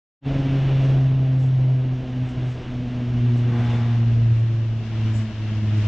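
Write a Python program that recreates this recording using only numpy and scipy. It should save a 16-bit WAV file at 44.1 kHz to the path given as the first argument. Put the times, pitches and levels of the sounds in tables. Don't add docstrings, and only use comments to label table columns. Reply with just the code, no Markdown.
import sys
import numpy as np
from scipy import signal
from scipy.fft import rfft, irfft
from scipy.io import wavfile

SR = 44100
rng = np.random.default_rng(int(sys.argv[2]) if len(sys.argv) > 2 else 0)


def to_wav(sig):
    pcm = np.clip(np.atleast_2d(sig), -1, 1) * 32767
    pcm = np.round(pcm).astype(np.int16)
    wavfile.write(sys.argv[1], SR, pcm.T)


N = 258867
T = np.arange(N) / SR
FREQ = np.maximum(np.fft.rfftfreq(N, 1 / SR), 1)

# time in seconds, strands passing a sheave per second.
ROPE_SPEED = [(0.2, 137.2), (3.0, 122.1), (5.87, 105.6)]
# time in seconds, load in dB.
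ROPE_LOAD = [(0.3, -41.5), (0.9, -41), (1.09, -47.5), (1.84, -50), (2.49, -46.5), (2.89, -47),
             (3.48, -45.5), (3.6, -42.5), (3.71, -42), (4.06, -46.5), (4.74, -49.5), (5.07, -43),
             (5.22, -43.5), (5.24, -47.5), (5.5, -44.5), (5.62, -46), (5.84, -40.5)]
# frequency in Hz, relative level in dB.
RUMBLE_COLOUR = [(10, -11.5), (22, -1), (40, 0), (65, 2), (100, 2), (160, -2.5), (220, -10.5), (400, -34)]
ROAR_COLOUR = [(120, 7.5), (200, 4), (300, 4), (440, -1.5), (580, -7), (660, -2), (800, -8), (1100, -16.5),
               (2000, -59.5)]
RUSH_COLOUR = [(500, -15), (950, 1), (1300, 0.5), (1650, 0), (2300, -0.5), (2800, -2.5), (3100, -3.5),
               (3500, -4), (4300, -13), (5500, -33.5), (8000, -52)]
HISS_COLOUR = [(3000, -1.5), (4500, -1), (5600, 0.5), (6500, -4.5), (7500, -11), (8300, -18.5),
               (10000, -30), (12000, -48)]
SCUFF_COLOUR = [(3000, -24), (5500, 1), (7000, -2), (7650, -1), (8300, -9), (10000, -17), (12000, -26.5)]
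# time of the peak in seconds, lift of the rumble in dB.
GUSTS = [(1.1, 5.5), (2.8, 9), (3.17, 12), (4.17, 12), (4.52, 7)]
# frequency in Hz, width in Hz, boost or cut in dB.
STEEL_RINGS = [(615, 27, 5), (1634, 30, 4.5), (1900, 5, 3.5), (2715, 19, 9.5), (2937, 170, 4.5),
               (3570, 37, -0.5), (5800, 30, -2)]
# time of the peak in seconds, level in dB,
# half length in seconds, share of ringing from 0 to 1.
SQUEAKS = [(.84, -69, .05, 0.03), (1.432, -62, .035, 0.26), (2.3, -64, .04, 0.03), (2.5, -64, .04, 0),
           (3.38, -62, .022, .2), (3.7, -65.5, .11, 0.15), (4.4, -72.5, .04, .05), (5.055, -72, .025, .05),
           (5.166, -51.5, .019, 0.9), (5.225, -62, .03, .95), (5.81, -65, .05, .05)]
# frequency in Hz, width in Hz, relative level in dB.
SHEAVE_RINGS = [(5765, 80, 0), (6880, 120, -6), (7028, 40, 5), (7300, 200, -10), (7880, 120, -5),
                (10500, 500, -33)]
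# multiple of the chatter rate, relative level in dB.
BUZZ_TONES = [(4, -1), (6, -0.5), (7, 1), (8, -14), (9, -14), (10, -8.5), (13, -8), (14, -11.5), (16, -9.5),
              (19, -13), (29, -10), (31, -17)]
# frequency in Hz, relative level in dB.
GRIND_COLOUR = [(300, -25), (700, -7), (1000, 1), (1600, -4.5), (2200, -6.5), (3000, -19.5)]
# time in seconds, level in dB.
DEEP_LEVEL = [(0.27, -23.5), (0.91, -15.5), (1.19, -18), (1.73, -17), (1.93, -22), (2.06, -32.5),
              (2.23, -21), (2.34, -36), (2.38, -24), (2.49, -22.5), (2.6, -35.5), (2.8, -28), (2.89, -30),
              (3.28, -17), (3.63, -20.5), (4.31, -15.5), (4.79, -24), (4.85, -30), (5.02, -20.5),
              (5.2, -20), (5.32, -35), (5.38, -27), (5.79, -17.5), (5.85, -19)]
OCTAVE_LEVEL = [(0.27, -30), (0.55, -23.5), (0.61, -35), (1.38, -33.5), (1.55, -41.5), (2.25, -31),
                (2.62, -44.5), (2.72, -30.5), (3.94, -28.5), (4.48, -41.5), (5.29, -30), (5.37, -44.5),
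                (5.47, -33), (5.78, -31.5), (5.83, -35)]
# multiple of the strand rate, relative level in dB.
KNOCK_TONES = [(4, 1), (5, -3), (6, -5.5)]
# pitch in Hz, width in Hz, boost in dB.
FRAME_RINGS = [(318, 4.4, 5.5), (342, 6.8, 6), (358.8, 5.1, 10), (405, 7, 6), (540.7, 14, 4),
               (652, 27, 3.5)]
# frequency in Hz, side level minus middle level in dB.
STEREO_WIDTH = [(25, -3), (60, -7), (120, -14.5), (300, -41.5), (530, -32.5), (910, -22), (1580, -11),
                (2720, -7), (4680, 1), (8070, -2.5)]
# frequency in Hz, left minus right in dB.
LEFT_LEAN = [(850, 0), (1600, 2), (2700, 2.5), (4500, 6.5), (7500, 0)]
# time in seconds, spread from 0 (centre) to 1 (full).
SPREAD = [(2.9, 0.01), (3.2, 0.32), (3.7, 0.5), (4.3, 0.9), (5, .85), (5.5, 1)]

# gain in dB at average load and speed,
# dB added per dB of load, dB added per extra strand per second.
RUMBLE_LAW, ROAR_LAW = (-42.5, 0.55, 0.04), (-36, 0.6, 0.24)
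RUSH_LAW, HISS_LAW = (-45.5, 0.91, 0.0091), (-56, 0.85, -0.087)
THIRD_LAW, KNOCK_LAW = (-48.5, 0.7, -0.14), (-53, 0.6, 0.2)


def undb(db):
    return 10 ** (np.asarray(db) / 20)


def curve(table):
    return np.interp(T, *np.transpose(table))


def ramp(start_s, length_s):
    return np.clip((T - start_s) / length_s, 0, 1)


def bump(peak_s, half_length_s):
    return np.exp(-.5 * ((T - peak_s) / half_length_s) ** 2)


def colour(points):
    hz, db = np.transpose(points)
    return undb(np.interp(np.log(FREQ), np.log(hz), db))


def band(points):
    return colour(points) / (1 + (FREQ / (1.1 * points[-1][0])) ** 8)


def resonance(hz, rings):
    return 1 + sum((undb(db) - 1) / (1 + (2 * (hz - centre) / width) ** 2) for centre, width, db in rings)


def wander(rate_hz):
    wobble = irfft(rfft(rng.standard_normal(N)) / (1 + (FREQ / rate_hz) ** 4), N)
    return wobble / wobble.std()


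def stereo_noise(gain):
    mid, side = rfft(rng.standard_normal((2, N))) * gain
    side = side * colour(STEREO_WIDTH)
    lean = np.sqrt(colour(LEFT_LEAN))
    pair = irfft(np.array([(mid + side) * lean, (mid - side) / lean]), N)
    return pair / pair.mean(axis=0).std()


def rough_tone(phase, rough, rough_hz):
    tone = (1 + rough * wander(rough_hz)) * np.sin(phase)
    blur = rough * wander(rough_hz) * np.cos(phase)
    return np.sqrt(2 / (1 + 2 * rough ** 2)) * (tone + blur)


def follow_rope(law):
    db, per_load, per_speed = law
    load, speed = curve(ROPE_LOAD), curve(ROPE_SPEED)
    return db + per_load * (load - load.mean()) + per_speed * (speed - speed.mean())


def wind_rumble():
    gust_db = sum(db * bump(peak_s, half_length_s=0.06) for peak_s, db in GUSTS)
    level_db = follow_rope(RUMBLE_LAW) + gust_db + 1.5 * wander(12)
    return undb(level_db) * stereo_noise(band(RUMBLE_COLOUR))


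def rope_rush(strand_phase):
    pulse = 1 + 0.051 * np.sin(strand_phase)
    steel = resonance(FREQ, STEEL_RINGS)
    roar = undb(follow_rope(ROAR_LAW) + 1.4 * wander(21)) * stereo_noise(steel * band(ROAR_COLOUR))
    rush = undb(follow_rope(RUSH_LAW) + 0.53 * wander(8.2)) * stereo_noise(steel * band(RUSH_COLOUR))
    hiss = undb(follow_rope(HISS_LAW) + .5 * wander(13)) * stereo_noise(steel * band(HISS_COLOUR))
    return pulse * (roar + rush + hiss)


def sheave_squeaks():
    peaks = sum(undb(db) / (1 + (2 * (FREQ - hz) / width) ** 2) for hz, width, db in SHEAVE_RINGS)
    ring = stereo_noise(peaks)
    scuff = undb(2.5 * wander(60)) * stereo_noise(band(SCUFF_COLOUR))
    squeaks = 0
    for peak_s, db, half_length_s, share in SQUEAKS:
        rub = undb(db) * bump(peak_s, half_length_s)
        squeaks = squeaks + rub * (np.sqrt(share) * ring + np.sqrt(1 - share) * scuff)
    return squeaks


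def rim_buzz():
    chatter_hz, gain_db = 119.45, -46.5
    start_s, rise_s, hold_s, fall_s = 3.4, 0.18, 0.2, 0.33
    phase = 2 * np.pi * chatter_hz * T
    tones = sum(undb(db) * rough_tone(k * phase, rough=.2, rough_hz=7.6) for k, db in BUZZ_TONES)
    grind = undb(3.0) * stereo_noise(band(GRIND_COLOUR))
    swell = ramp(start_s, rise_s) - ramp(start_s + rise_s + hold_s, fall_s)
    return undb(gain_db) * swell * (tones + grind)


def sheave_flutter(strand_phase):
    strands_per_turn, first_depth, settled_depth = 6, 0.39, 0.048
    depth = first_depth + (settled_depth - first_depth) * ramp(start_s=0.37, length_s=0.13)
    flutter = 1 + depth * np.sin(strand_phase / strands_per_turn + 0.65 * wander(7.2))
    return flutter / np.sqrt(1 + depth ** 2 / 2)


def strand_hum(strand_hz, phase):
    flutter = sheave_flutter(phase)
    deep = undb(curve(DEEP_LEVEL)) * rough_tone(phase, rough=0.081, rough_hz=38)
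    octave = undb(curve(OCTAVE_LEVEL)) * rough_tone(2 * phase, rough=0.26, rough_hz=24.8)
    third_gain = undb(follow_rope(THIRD_LAW)) * resonance(3 * strand_hz, FRAME_RINGS)
    third = third_gain * rough_tone(3 * phase, rough=0.53, rough_hz=13)
    knock = 0
    for k, db in KNOCK_TONES:
        gain = undb(follow_rope(KNOCK_LAW) + db) * resonance(k * strand_hz, FRAME_RINGS)
        knock = knock + gain * rough_tone(k * phase, rough=0.74, rough_hz=9.6)
    return flutter * (deep + octave + third + knock)


def scene():
    strand_hz = curve(ROPE_SPEED)
    phase = 2 * np.pi * np.cumsum(strand_hz) / SR
    return strand_hum(strand_hz, phase) + rim_buzz() + rope_rush(phase) + wind_rumble() + sheave_squeaks()


def record(dry):
    top_hz = 11900
    fade_in = np.sin(np.pi / 2 * ramp(start_s=0.2, length_s=0.092)) ** 4
    mid = dry.mean(axis=0)
    pair = mid + curve(SPREAD) * (dry - mid)
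    treble_cut = signal.ellip(8, .2, 70, top_hz, fs=SR, output="sos")
    return signal.sosfilt(treble_cut, pair * fade_in)


dry = scene()
out = record(dry)
to_wav(out)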